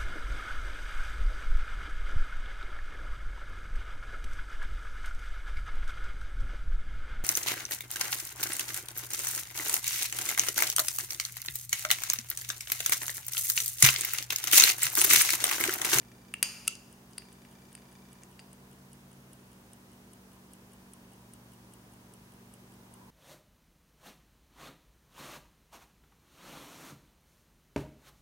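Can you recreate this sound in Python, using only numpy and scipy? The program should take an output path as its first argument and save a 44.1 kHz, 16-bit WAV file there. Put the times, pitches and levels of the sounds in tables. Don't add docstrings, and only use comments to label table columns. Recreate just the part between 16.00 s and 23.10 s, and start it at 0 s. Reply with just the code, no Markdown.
import sys
import numpy as np
from scipy import signal
from scipy.fft import rfft, irfft, next_fast_len
from scipy.io import wavfile

SR = 44100
rng = np.random.default_rng(int(sys.argv[2]) if len(sys.argv) > 2 else 0)


def unload_audio(sound):
    columns = np.transpose(np.atleast_2d(sound))
    steps = np.round(np.clip(columns, -1, 1) * 32767)
    wavfile.write(sys.argv[1], SR, steps.astype(np.int16))


N = 313234
TIME = np.arange(N) / SR
TAPS = 4096
BINS = np.fft.rfftfreq(TAPS, 1 / SR)

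# centre_hz, width_hz, level_db
CASE_MODES = [(650, 170, -22), (1270, 140, -15.5), (2120, 1000, -10), (2767, 320, 1.5), (3500, 1300, -15.5),
              (4813, 260, 1), (6360, 810, -10.5), (7800, 860, -4), (8900, 390, 2), (9680, 400, 3.5),
              (11400, 970, -4.5), (13400, 990, -12), (15200, 1500, -19)]


def amp(db):
    return 10 ** (np.asarray(db) / 20)


def evened(x):
    return x / np.sqrt(np.mean(x ** 2) + 1e-30)


def read_spectrum(points, hz):
    points_hz, value_db = np.transpose(points)
    return np.interp(np.log(hz + 1), np.log(points_hz), value_db)


def add(mix, start_s, sound):
    part = mix[max(round(start_s * SR), 0):][:len(sound)]
    part += sound[:len(part)]


def drift(rate_hz, size=256):
    hz = np.fft.rfftfreq(size, TIME[-1] / size)
    spectrum = rfft(rng.standard_normal(size)) / (1 + (hz / rate_hz) ** 4)
    return np.interp(TIME, np.linspace(0, TIME[-1], size), evened(irfft(spectrum)))


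def causal(gain):
    log_gain = np.log(np.maximum(gain, gain.max() * 1e-5))
    circle = np.concatenate([log_gain, log_gain[-2:0:-1]])
    return np.fft.ifft(np.exp(np.conj(signal.hilbert(circle)))).real


def body(modes):
    power = np.zeros(len(BINS))
    for hz, width_hz, db in modes:
        detune = (BINS ** 2 - hz ** 2) / ((BINS + 1) * width_hz)
        power += amp(db) ** 2 / (1 + detune ** 2) ** 1.28
    return np.sqrt(power)


def chatter(decay_s, size=1024):
    u = (np.arange(size) + 1) / SR / decay_s
    fade = (1 - np.exp(-3 * u)) * np.exp(-u)
    burst = rng.standard_normal(size)
    for _ in range(5):
        phase = np.angle(rfft(burst * fade))
        burst = irfft(np.exp(1j * phase)) * np.sqrt(fade)
    return burst / np.linalg.norm(burst)


def tail(colour, t60, side_db):
    t = np.arange(SR) / SR
    fade = amp(-60 * t / t60) * (1 - np.exp(-t / 0.00042))
    noise = rng.standard_normal((2, SR)) * fade
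    noise /= np.linalg.norm(noise, axis=1, keepdims=True)
    colour_filter = causal(amp(read_spectrum(colour, BINS)))
    mid, side = signal.fftconvolve(noise, colour_filter[None], axes=1)[:, :SR]
    return np.array([mid + amp(side_db) * side, mid - amp(side_db) * side])


def through(x, response):
    size = next_fast_len(N + SR, True)
    return irfft(rfft(x, size) * rfft(response, size), size)[:, :N]


def air(tyre_hz=960, tyre_width_hz=110):
    # pitch_hz, density_db (per Hz)
    air_colour = [(20, -103), (60, -92.5), (80, -96), (190, -88), (340, -87.5), (520, -93.5), (1000, -96),
                  (1250, -99.5), (1650, -101.5), (2200, -106), (4200, -108.5), (6200, -106.5), (7600, -109),
                  (9200, -106.4), (11500, -109.3), (16000, -109.5)]
    # pitch_hz, side_minus_mid_db
    stereo_width = [(60, -27.5), (110, -22.5), (200, -14), (380, -10), (700, -4), (1290, -0.5), (2380, 4.5),
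                    (4400, 0.5), (8120, -3.5), (15000, -43.5)]
    # time_s, level_db
    tyre_swells = [(0, -84), (2.2, -72), (3.5, -81.5), (5.5, -73), (6.7, -77), (6.95, -66.5), (7.1, -66.5)]
    size = next_fast_len(N, True)
    hz = np.fft.rfftfreq(size, 1 / SR)
    mid_side_gain = np.array([np.ones(len(hz)), amp(read_spectrum(stereo_width, hz))])
    white, rolling = rfft(rng.standard_normal((2, 2, size))) * mid_side_gain
    floor = irfft(white * amp(read_spectrum(air_colour, hz)) * np.sqrt(SR / 2), size)[:, :N]
    tyre_band = 1 / (1 + ((hz - tyre_hz) / tyre_width_hz) ** 2)
    tyres = evened(irfft(rolling * tyre_band, size)[:, :N])
    mid, side = floor + tyres * amp(np.interp(TIME, *np.transpose(tyre_swells)))
    return np.array([mid + side, mid - side])


def appliances(waver=0.069, waver_turns=0.017):
    # pitch_hz, level_db (rms)
    hum_tones = [(47.3, -84), (59.2, -74), (66.2, -71.5), (94.5, -75), (118.4, -77.5), (141.9, -70.5),
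                 (189.1, -61.5), (236.5, -64.5), (260.5, -81.5), (283.7, -90), (296, -77), (378.3, -79.5),
                 (391, -81.5), (425.5, -79), (15734, -85.5)]
    tones = np.zeros(N)
    for hz, db in hum_tones:
        level = amp(db) * (1 + waver * drift(1.2))
        turns = hz * TIME + rng.random() + waver_turns * drift(1.59)
        tones += level * np.sin(2 * np.pi * turns)
    return np.sqrt(2) * tones


def far_engine():
    # time_s, pitch_hz, level_db (rms)
    drone_course = [(0, 121.6, -61), (0.6, 125.8, -66), (2.1, 131.1, -64.5), (3.2, 133.7, -60),
                    (3.75, 113, -66.5), (5, 116.3, -68), (5.4, 118.1, -60), (7.1, 117.8, -65)]
    s, hz, db = np.transpose(drone_course)
    turns = np.cumsum(np.interp(TIME, s, hz)) / SR
    return np.sqrt(2) * amp(np.interp(TIME, s, db)) * np.sin(2 * np.pi * turns)


def focus_motor(settle_s=0.0058, settle_db=-8, uneven_db=2.0):
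    # start_s, end_s, level_db
    motor_runs = [(0.0156, 0.40, -25), (1.185, 2.24, -24.5)]
    # centre_hz, width_hz, level_db
    shell_modes = [(1774, 170, -1.5), (2344, 43, 6), (2980, 200, -9.5), (3550, 78, -1.5), (4760, 85, 2),
                   (6030, 340, -6.5), (6900, 120, -3), (9700, 990, -14)]
    step_s = 1 / 29.97
    steps = np.zeros(N)
    for start, end, db in motor_runs:
        for s in np.arange(start, end, step_s):
            size = amp(db + uneven_db * rng.standard_normal())
            add(steps, s, size * chatter(0.0018))
            add(steps, s + settle_s, size * amp(settle_db) * chatter(0.0015))
    return signal.oaconvolve(steps, causal(body(shell_modes)))[:N]


def handling(slip_s=0.002):
    # start_s, level_db
    grip_slips = [(0.03, -45), (0.117, -46), (1.2204, -42), (1.4494, -42.5), (1.7764, -44)]
    # pitch_hz, gain_db
    slip_colour = [(1970, 30.5), (2670, 20.5), (4700, 15), (9000, 9)]
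    slips = np.zeros(N)
    for s, db in grip_slips:
        add(slips, s, amp(db) * chatter(slip_s))
    dull_case = body(CASE_MODES) * amp(read_spectrum(slip_colour, BINS))
    return signal.oaconvolve(slips, causal(dull_case))[:N]


def spring_tones(tones_db=-47.0, spread_turns=0.12):
    # pitch_hz, level_db (against tones_db), t60_s
    ring_tones = [(2390, -19, .65), (2700, -4, 0.21), (2730, -5, 0.28), (2940, -9, 0.32), (4741, -6, .3),
                  (4789, -4, .38), (4832, -6, .5), (5200, -22, 0.45), (5640, -26, .25), (6300, -19, .3),
                  (6600, -8.5, .45), (7040, -12, 0.3), (8581, -7, 0.35), (9100, -19, 0.49), (9650, -25, .6),
                  (9800, -10, 0.24), (11750, -15, 0.203), (13460, -17, .28)]
    t = np.arange(SR) / SR
    ringing = np.zeros((2, SR))
    for hz, db, t60 in ring_tones:
        phase_turns = rng.random() + spread_turns * rng.standard_normal((2, 1))
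        ringing += amp(tones_db + db - 60 * t / t60) * np.sin(2 * np.pi * (hz * t + phase_turns))
    return ringing


def crown():
    # shimmer_db, tones_db
    lever_clicks = [(0.339, -3, 10, 11, -11, -10, -6, -35, -45), (0.4277, 12, 2, 0, -1, 1, -5, -3.5, -1),
                    (0.651, -21, 0, 4, 0, -2, -13.5, -21, -25), (0.671, -18, 6, -4, 1, -7, 2, -13, -23),
                    (0.6775, 7.5, -8.5, 3.5, -4, 4.5, -0.5, -13.5, -29),
                    (0.753, -17, -5, -10, 7, 11, -8, -11, -24), (1.133, -28, 0, -4, 6, 12, -12, -16, -17),
                    (1.1797, -7.5, 1.5, -9, 4, -14, 5, -8, -9),
                    (1.7514, -10, 0, -4.5, -5, -11, -8, -11, -6),
                    (2.234, -20.5, 7, -4, -6, 12.5, -8, -22, -30),
                    (2.393, -25, 16, 10, 13.5, 3, -9, -7, -13), (2.399, -23, 4, -2, 4, 1, -12, -18, -15)]
    tone_centres = [1940, 2620, 4700, 6200, 9050, 13900]
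    # centre_hz, width_hz, level_db
    stem_modes = [(1340, 103, 7.1)]
    # pitch_hz, gain_db
    shimmer_colour = [(200, -44.5), (550, -22), (1300, -16.5), (2000, -15.5), (2750, -4.5), (3800, -21.5),
                      (4800, -3.5), (6000, -15.5), (7000, -9.5), (7700, -22.5), (9000, -11.5),
                      (12000, -22.5), (13500, -22.5), (16000, -32)]
    touch_s, seat_s = 0.001135, 0.0022
    fizz_base_db, fizz_per_db = -7.5, 0.72
    release_s = 0.6785
    case, shake, pluck = np.zeros((3, N))
    case_gain = body(CASE_MODES)
    for s, db, thump, knock, ping, clack, seat_db, shimmer_db, tones_db in lever_clicks:
        fizz = fizz_base_db + fizz_per_db * db
        points = list(zip(tone_centres, [thump, knock, ping, clack, 0, fizz]))
        tone = amp(db + read_spectrum(points, BINS))
        jolt, case_ring = causal(tone), causal(tone * case_gain)
        add(case, s, signal.fftconvolve(chatter(touch_s), case_ring))
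        add(case, s + seat_s, amp(seat_db) * signal.fftconvolve(chatter(touch_s), case_ring))
        add(shake, s + touch_s, amp(shimmer_db) * jolt)
        add(pluck, s + touch_s, amp(tones_db) * jolt)
    add(case, release_s, causal(body(stem_modes)))
    shimmer = through(shake, tail(shimmer_colour, t60=0.87, side_db=-6))
    return case, shimmer + through(pluck, spring_tones())


def beats(uneven_db=1.8):
    # time_s, level_db
    hand_sway = [(0.7, -16.5), (2.6, -15.5), (4.15, -11.5), (5.3, -12), (6.2, -13.5), (7.1, -15.5)]
    first_beat_s, beat_s = 0.7263, 0.200405
    weak_early_s, weak_db = 0.001, -10
    swings = np.arange(first_beat_s, TIME[-1], beat_s)
    weak = 1 - np.arange(len(swings)) % 2
    sway_db = np.interp(swings, *np.transpose(hand_sway))
    db = sway_db + weak_db * weak + uneven_db * rng.standard_normal(len(swings))
    return zip(swings - weak_early_s * weak, db, weak)


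def escapement(rub_db=-29, weak_rub_db=5, rub_lead_s=0.017, bounce_s=0.0018, bounce_db=-7, uneven_db=0.5):
    # centre_hz, width_hz, level_db
    escapement_modes = [(5340, 3400, -22.5), (7880, 360, -8), (8900, 360, -6.5), (9540, 350, -1.5),
                        (10700, 450, -7), (13150, 400, -15)]
    # centre_hz, width_hz, level_db
    plate_modes = [(2825, 39, -19), (2975, 33, -18.5), (3240, 71, -23.5)]
    blows, nudges = np.zeros((2, N))
    for s, db, weak in beats():
        rub, nudge = amp(uneven_db * rng.standard_normal(2))
        rub = rub * amp(weak * weak_rub_db)
        unlock = s - rub_lead_s + rng.uniform(-0.0012, 0.002)
        add(blows, unlock, amp(rub_db) * rub * chatter(0.0039))
        add(blows, s, amp(db) * chatter(0.0012))
        add(blows, s + bounce_s * rng.uniform(1.0, 1.6), amp(db + bounce_db) * chatter(0.0013))
        add(nudges, unlock, amp(-8.5) * rub * chatter(0.0035))
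        add(nudges, s - 0.002, amp(-2.5 * weak) * nudge * chatter(0.0046))
    ticks = signal.oaconvolve(blows, causal(body(escapement_modes)))[:N]
    plate = signal.oaconvolve(nudges, causal(body(plate_modes)))[:N]
    return ticks + plate


def scene():
    # pitch_hz, gain_db
    room_colour = [(300, -16), (1000, -21), (2100, -11.5), (2750, -12.5), (4000, -10), (6000, -10.5),
                   (9500, -21.5), (16000, -26)]
    background = (air() + appliances() + far_engine()) * amp([[-0.15], [0.15]])
    case, ringing = crown()
    watch = case + handling() + escapement()
    near = (watch + ringing) * amp([[0.4], [-0.4]])
    room = through(watch, tail(room_colour, t60=0.28, side_db=-1.5))
    return background + focus_motor() + near + room


def record(dry):
    edge_hz = 15950
    low_pass = signal.firwin(511, edge_hz, window=("kaiser", 9), fs=SR)
    return signal.oaconvolve(dry, low_pass[None], "same", axes=1)


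dry = scene()
out = record(dry)
unload_audio(out)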